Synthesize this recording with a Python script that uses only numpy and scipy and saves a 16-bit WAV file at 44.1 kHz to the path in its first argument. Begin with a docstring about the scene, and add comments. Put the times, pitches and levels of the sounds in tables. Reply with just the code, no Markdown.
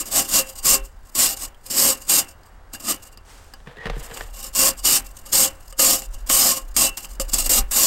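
"""A wire brush on a flexible rod scrubs up and down in a sheet-metal stove pipe on a steel roof, near one microphone.
Stick-slip of the bristles makes dense tiny clicks that hiss out of the pipe mouth and ring the wall as resonances.
The rod and bristles tick on the rim, each tick a crack of noise with a short ping of close tones.
A knee knocks, creaks and squeaks on the roof sheet, as noise through resonances; a smooth rustle swells once.
Low coloured noise is wind buffeting the microphone, over a far outdoor noise."""
import sys
import numpy as np
from scipy import signal
from scipy.fft import rfft, irfft, next_fast_len
from scipy.io import wavfile
from scipy.ndimage import uniform_filter1d, map_coordinates

SR = 44100
rng = np.random.default_rng(int(sys.argv[2]) if len(sys.argv) > 2 else 0)


def unload_wav(signal):
    """Save mono or channel-first audio to the path in sys.argv[1] as 16-bit WAV at rate SR, clipped to [-1, 1]."""
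    wavfile.write(
        sys.argv[1],
        SR,
        np.round(np.clip(np.atleast_2d(signal).T, -1, 1) * 32767).astype(np.int16),
    )


def volts(x):
    """Linear amplitude factor 10**(x/20) for a level x in dB, scalar or array-like."""
    e = np.asarray(x, float) / 20
    return 10 ** e


N = 346626  # length [samples]

# wind on the microphone: (time [s], buffet level [dB])
WIND_LEVEL = [(0.0, -44.5), (0.85, -35), (0.9, -43.5), (3.83, -49), (3.92, -26.5), (4.12, -40), (6.04, -41),
              (6.08, -27), (6.6, -49.5), (6.63, -33), (6.89, -36), (6.98, -47), (7.07, -35), (7.46, -26.5),
              (7.53, -31), (7.6, -19.5), (7.86, -46)]
# spectrum of the buffet: (frequency [Hz], relative level per hertz [dB])
BUFFET_COLOUR = [(15, -7), (33, 0), (43, 0.5), (60, -20), (110, -41), (200, -71)]
# spectrum of the far outdoor noise: (frequency [Hz], relative level per hertz [dB])
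FAR_COLOUR = [(40, -33), (75, 7.5), (130, -10), (300, -14), (900, -12), (1700, -16), (2600, -28),
              (8600, -35), (9600, -37), (15600, -47)]
FAR_DB = -51.5  # rms level of the far noise

# a soft, smooth rustle, perhaps a sleeve: (time [s], level [dB])
RUSTLE_LEVEL = [(3.25, -58), (3.3, -48.5), (3.85, -73.5)]

# knee knocks on the roof sheet: (time [s], crack strength [dB], thud strength [dB])
KNEE_KNOCKS = [(3.602, -43, -61), (3.672, -31.5, -48), (3.769, -33, -49), (3.856, -19.5, -38),
               (3.867, -21, -38), (3.898, -18.5, -42), (3.964, -33, -43.5), (4.111, -28.5, -50),
               (4.172, -24, -68), (4.208, -20.5, -50)]
# roof sheet resonances: (frequency [Hz], width [Hz], relative level [dB])
ROOF_MODES = [(132, 41, 10.5), (466, 77, 2), (790, 220, -3), (1106, 320, -4), (1780, 320, -3.5),
              (3140, 1400, -11)]
# creaking of the roof sheet under the shifting knee: (time [s], strength [dB])
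CREAK_STRENGTH = [(3.66, -51), (3.69, -46.5), (3.76, -54), (3.86, -38), (4.0, -46), (4.22, -43), (4.3, -55)]
# one squeak of the roof sheet: (start [s], end [s], frequency [Hz], resonance width [Hz], highest level [dB])
ROOF_SQUEAK = (3.775, 3.853, 1880, 170, -39)

# rod and bristle ticks on the rim: (time [s], strength [dB], ping frequency [Hz])
RIM_TICKS = [(1.546, -48.5, 3150), (2.4337, -49, 4840), (2.7492, -34, 1630), (3.174, -36.5, 5060),
             (3.537, -32.5, 4950), (3.538, -44, 1670), (5.7258, -31, 8600), (5.7948, -10, 7850),
             (6.0205, -25, 7200), (6.2982, -9, 7320), (6.7647, -9.5, 8300), (7.0468, -29.5, 2930),
             (7.1987, -14.5, 7830), (7.203, -24.5, 561)]

# full brush strokes, all equally loud: (full from [s], held [s], rise [s per 40 dB], fall [s per 40 dB],
# spring-back level [dB])
FULL_STROKES = [(0.164, 0.035, 0.122, 0.09, -56), (0.35, 0.045, 0.14, 0.063, -48),
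                (0.656, 0.097, 0.045, 0.054, -46), (1.192, 0.073, 0.06, 0.045, -48),
                (1.783, 0.121, 0.131, 0.088, -43), (2.097, 0.098, 0.04, 0.059, -44),
                (4.595, 0.093, 0.08, 0.057, -41), (4.853, 0.118, 0.035, 0.053, -42),
                (5.329, 0.121, 0.02, 0.077, -56), (5.794, 0.143, 0.025, 0.131, -42),
                (6.298, 0.21, 0.018, 0.13, -56), (6.766, 0.089, 0.004, 0.073, -52),
                (7.495, 0.095, 0.008, 0.045, -70), (7.77, 0.1, 0.08, 0.1, -70)]
FULL_DB = -14.5  # scrape level of every full stroke
# bristles spring back after a stroke: delay and hold [s], rise and fall [s per 40 dB]
SPRING_S, SPRING_HELD_S, SPRING_RISE_S, SPRING_FALL_S = 0.094, 0.013, 0.055, 0.081
# the bristles catch on the wall abruptly: (full from [s], held [s], level [dB])
WALL_CATCHES = [(0.001, 0.017, -28), (0.058, 0.027, -34.5), (0.556, 0.039, -40), (1.152, 0.17, -23.5),
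                (1.314, 0.027, -42.5), (1.702, 0.018, -25), (2.454, 0.0092, -54.5), (2.736, 0.012, -33),
                (2.799, 0.008, -38.5), (3.023, 0.052, -45.5), (3.116, 0.0085, -50.5), (3.966, 0.0044, -55),
                (4.029, 0.036, -42), (4.112, 0.0044, -51.5), (4.429, 0.041, -31.5), (4.551, 0.045, -21.5),
                (6.264, 0.033, -36.5), (6.562, 0.012, -24), (6.744, 0.021, -39.5), (6.972, 0.0051, -25.5),
                (7.201, 0.013, -26), (7.283, 0.017, -36.5), (7.334, 0.011, -15), (7.384, 0.022, -18),
                (7.419, 0.037, -29), (7.4607, 0.005, -19.5), (7.713, 0.05, -22.5)]
CATCH_RISE_S, CATCH_FALL_S = 0.008, 0.05  # [s per 40 dB]
# light drags that swell and fade: (full from [s], held [s], level [dB], fall [s per 40 dB])
LIGHT_DRAGS = [(0.493, 0.01, -37, .15), (1.07, 0.03, -55, .06), (1.418, 0.031, -29, .06),
               (1.685, 0.01, -43, .05), (2.025, 0.003, -40, .08), (2.89, 0.032, -21, .07),
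               (4.007, 0.003, -43, .04), (4.155, 0.003, -36, .27), (4.374, 0.03, -37, .08),
               (5.17, 0.03, -49, .13), (5.26, 0.05, -45, .1), (5.6, 0.1, -54, .1), (6.14, 0.08, -53, .06),
               (7.123, .01, -46, .1), (6.68, 0.03, -53, .05), (7.039, 0.009, -34, .05),
               (7.36, 0.02, -26, .06)]
DRAG_RISE_S = 0.12  # [s per 40 dB]
RESTING_DB, STIR_DB = -70, 4  # scrape level between contacts, and the size of its random stirring

# spectrum of the bristle hiss leaving the pipe mouth: (frequency [Hz], relative level per hertz [dB])
MOUTH_COLOUR = [(1500, -21), (3300, -15), (4300, -11.5), (5000, -6), (6100, -9), (7100, -2), (8600, -3),
                (10300, -14), (12800, -5.5), (14500, -14), (15600, -15)]
# pipe wall modes: (frequency [Hz], width and splitting [Hz], relative level [dB])
WALL_MODES = [(260, 38.7, -4), (401.7, 8.1, -7), (534, 9, 4.5), (677.4, 20.6, -4.5), (790.6, 12.6, -0.5),
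              (1085, 18.4, 1), (1229, 25, -4.5), (2720, 9, 0.5), (2793, 14.7, 2), (2906, 16, -1.5),
              (2938, 13.3, -3), (3016, 15, -1.5), (4780, 40, -2)]
# broad drone of the pipe between its modes: (frequency [Hz], relative level per hertz [dB])
DRONE_COLOUR = [(80, -12), (140, -3), (300, 2), (420, -8.5), (1200, -4.5), (2300, -7.5), (4500, -21)]
# coupling of the strokes to wall and drone as the brush changes depth: (time [s], relative level [dB])
DEPTH_COUPLING = [(0, -20), (1.3, -24), (2.9, -20), (4.4, -22), (5.9, -23), (7.9, -23.5)]

TOP_HZ = 15750  # upper band limit


def unit(x):
    """Normalisation: scales a signal to rms 1."""
    return x / np.sqrt(np.mean(x ** 2) + 1e-20)


def filtered(x, response):
    """Convolution theorem: multiplies the spectrum of x by a response of frequency."""
    m = next_fast_len(N + SR // 2)
    return irfft(rfft(x, m) * response(np.fft.rfftfreq(m, 1 / SR)), m)[..., :N]


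def colour(points):
    """Spectral shaping: a gain interpolated in dB over log frequency."""
    f, level = np.transpose(points)
    return lambda hz: volts(np.interp(np.log(hz + 1), np.log(f), level))


def modes(table):
    """Modal superposition: a sum of damped resonances of alternating sign."""
    def response(f):
        total = 0
        for k, (centre, width, db) in enumerate(table):
            resonance = 1j * f * width / (centre * centre - f * f + 1j * f * width)
            total = total + (-1) ** k * volts(db) * resonance
        return total
    return response


def curve(rows):
    """Amplitude envelope: a gain linear in dB between (time, level) rows, -120 dB outside them."""
    s, db = np.transpose(rows)
    return volts(np.interp(np.arange(N) / SR, s, db, left=-120, right=-120))


def wobble(rate):
    """Band-limited fluctuation: a smooth random curve through rate knots a second."""
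    knots = rng.standard_normal(int(N * rate / SR) + 4)
    return map_coordinates(knots, [np.arange(N) * rate / SR])


def slips(rate, spread_db):
    """Stick-slip friction: random clicks, rate a second, a few larger than the rest, at rms 1."""
    happens = rng.random(N) < rate / SR
    size = volts(spread_db * rng.exponential(size=N))
    return unit(happens * rng.standard_normal(N) * size)


def bursts(times, levels_db, t60):
    """Impact with exponential decay: noise starts sharply and falls 60 dB in t60 seconds."""
    out, t = np.zeros(N + SR), np.arange(SR // 4) / SR
    for s, db in zip(times, levels_db):
        out[round(s * SR):][:len(t)] += volts(db - 60 * t / t60) * rng.standard_normal(len(t))
    return out[:N]


def air():
    """Turbulent pressure: low coloured noise buffets the microphone, over a gently swelling far noise."""
    buffet = unit(filtered(rng.standard_normal(N), colour(BUFFET_COLOUR)))
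    far = unit(volts(1.5 * wobble(5)) * filtered(rng.standard_normal(N), colour(FAR_COLOUR)))
    return curve(WIND_LEVEL) * buffet + volts(FAR_DB) * far


def rustle():
    """Broadband friction: a smooth bright hiss swells and fades once."""
    bright = colour([(1500, -2.5), (4000, -6.5), (8600, -5.5), (9600, -12), (15600, -20)])
    return curve(RUSTLE_LEVEL) * unit(filtered(rng.standard_normal(N), bright))


def knee():
    """Forced plate vibration: knocks crack and softly boom, rough slips creak and one resonance squeaks."""
    s, db, thud_db = np.transpose(KNEE_KNOCKS)
    creak = curve(CREAK_STRENGTH) * slips(5000, spread_db=2.0)
    sharp_force = volts(12) * bursts(s, db, t60=0.037) + volts(16.5) * creak
    upper_roof = modes(ROOF_MODES[1:])
    crack = filtered(sharp_force, lambda f: upper_roof(f) / (1 + 1j * f / 5000))  # softened above 5 kHz
    boom = filtered(volts(25.5) * bursts(s, thud_db, t60=0.09), modes(ROOF_MODES[:2]))
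    start, end, hz, width, squeak_db = ROOF_SQUEAK
    resonance = modes([(hz, width, 0)])
    squeak = unit(filtered(rng.standard_normal(N), lambda f: resonance(f) ** 2))
    swell = curve([(start, squeak_db - 5), (end - 0.02, squeak_db), (end, squeak_db - 4)])
    return crack + boom + swell * squeak


def ticks():
    """Impulsive excitation: a crack of noise, and a beating, quickly decaying ping of eight close tones."""
    s, db, hz = np.transpose(RIM_TICKS)
    pings, t = np.zeros(N + SR), np.arange(SR // 8) / SR
    detunings = rng.normal(1, 0.04, (len(s), 8, 1))
    for start, level_db, pitch_hz, detune in zip(s, db, hz, detunings):
        t60 = 0.035 + 70 / pitch_hz  # low pings last longer
        decay = volts(0.81 * level_db - 23 - 60 * t / t60)
        tones = np.sin(2 * np.pi * pitch_hz * detune * t).sum(0)
        pings[round(start * SR):][:len(t)] += decay * tones
    return bursts(s, 0.95 * db, t60=0.026), pings[:N]


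def contact(s, held, db, rise, fall):
    """Energy addition: summed power of contacts that rise, hold and fall, one value every 16 samples."""
    s, held, db, rise, fall = (np.reshape(v, (-1, 1)) for v in (s, held, db, rise, fall))
    t = np.arange(0, N, 16) / SR
    before = np.maximum((s - t) / np.abs(rise), 0)
    after = np.maximum((t - s - held) / np.abs(fall), 0)
    return np.sum(volts(db - 40 * (before + after)) ** 2, axis=0)


def stroke_db():
    """Incoherent addition: strokes, spring-back, catches and drags add in power to a scrape level [dB]."""
    s, held, rise, fall, spring_db = np.transpose(FULL_STROKES)
    drag_s, drag_held, drag_db, drag_fall = np.transpose(LIGHT_DRAGS)
    spring_s = s + held + SPRING_S
    power = contact(s, held, FULL_DB, rise, fall)
    power += contact(spring_s, SPRING_HELD_S, spring_db, SPRING_RISE_S, SPRING_FALL_S)
    power += contact(*np.transpose(WALL_CATCHES), CATCH_RISE_S, CATCH_FALL_S)
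    power += contact(drag_s, drag_held, drag_db, DRAG_RISE_S, drag_fall)
    resting = volts(RESTING_DB + STIR_DB * wobble(11)) ** 2
    return 10 * np.log10(np.interp(np.arange(N), np.arange(0, N, 16), power) + resting)


def lingering(x, t60):
    """Reverberant decay: a level follows x upward at once, sinking no faster than the pipe air dies away."""
    fall = 60 * np.arange(N) / SR / t60
    return np.maximum.accumulate(x + fall) - fall


def patchy(x, depth_db):
    """Modal colouring: many faint wall modes streak the hiss at random, some 170 Hz by 60 ms each."""
    z = signal.stft(x, nperseg=512)[2]
    across_hz = uniform_filter1d(rng.standard_normal(z.shape), size=2, axis=0)
    field = uniform_filter1d(across_hz, size=10, axis=1)
    return unit(signal.istft(z * volts(depth_db * unit(field)), nperseg=512)[1][:N])


def wall_ring(force):
    """Mode splitting: each wall mode rings as two close halves with independently varying drive."""
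    ring = 0
    for k, (hz, width, db) in enumerate(WALL_MODES):
        for half in (-0.5, 0.5):
            # the moving brush presses on ever new spots, so the halves are fed unevenly
            drive = volts(4.5 * wobble(7.6)) * force
            ring = ring + (-1) ** k * filtered(drive, modes([(hz + half * width, width, db)]))
    return ring


def brush():
    """Friction-driven resonance: slips and ticks hiss from the mouth; a softened force rings the wall."""
    mouth, pipe = colour(MOUTH_COLOUR), colour(DRONE_COLOUR)
    level_db = stroke_db()
    lightness = np.clip((-20.5 - level_db) / 25, 0, 1)  # a light touch engages few bristles and flutters more
    flutter = volts((0.7 + 4 * lightness) * wobble(110) + 0.5 * wobble(300))
    hiss = patchy(filtered(slips(20000, spread_db=1), mouth), depth_db=2.4)
    crackle = lightness * unit(filtered(slips(400, spread_db=1), mouth))  # single bristles snap free
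    scrape = volts(level_db) * flutter * (hiss + volts(-19.5) * crackle)

    crack, pings = ticks()
    coupling = curve(DEPTH_COUPLING)
    push = volts(0.83 * level_db) * flutter  # the wall answers less steeply than the hiss
    force = volts(19) * coupling * push * slips(20000, spread_db=1) + volts(5.0) * crack
    ring = wall_ring(force)
    drone_level = coupling * volts(0.8 * lingering(level_db, t60=0.22))
    drone = drone_level * unit(filtered(slips(6000, spread_db=1), pipe))
    thump = volts(0.5) * filtered(crack, pipe)  # a tick also knocks the hollow pipe
    return scrape + ring + drone + thump + filtered(crack, mouth) + pings


def scene():
    """Linear superposition: all sources add at one microphone, which feeds both channels."""
    return np.tile(air() + rustle() + knee() + brush(), (2, 1))


def band_limit(x):
    """A steep low-pass at the top of the band."""
    return signal.sosfilt(signal.butter(12, 16960, fs=SR, output="sos"), x)


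def record(dry):
    """Saturation and band limiting: the input stage rounds off the highest peaks, then the top is cut."""
    rounded = dry / (1 + np.abs(dry / 0.95) ** 4) ** (1 / 4)
    mix = filtered(rounded, lambda hz: hz < TOP_HZ)
    return band_limit(mix)


dry = scene()
out = record(dry)
unload_wav(out)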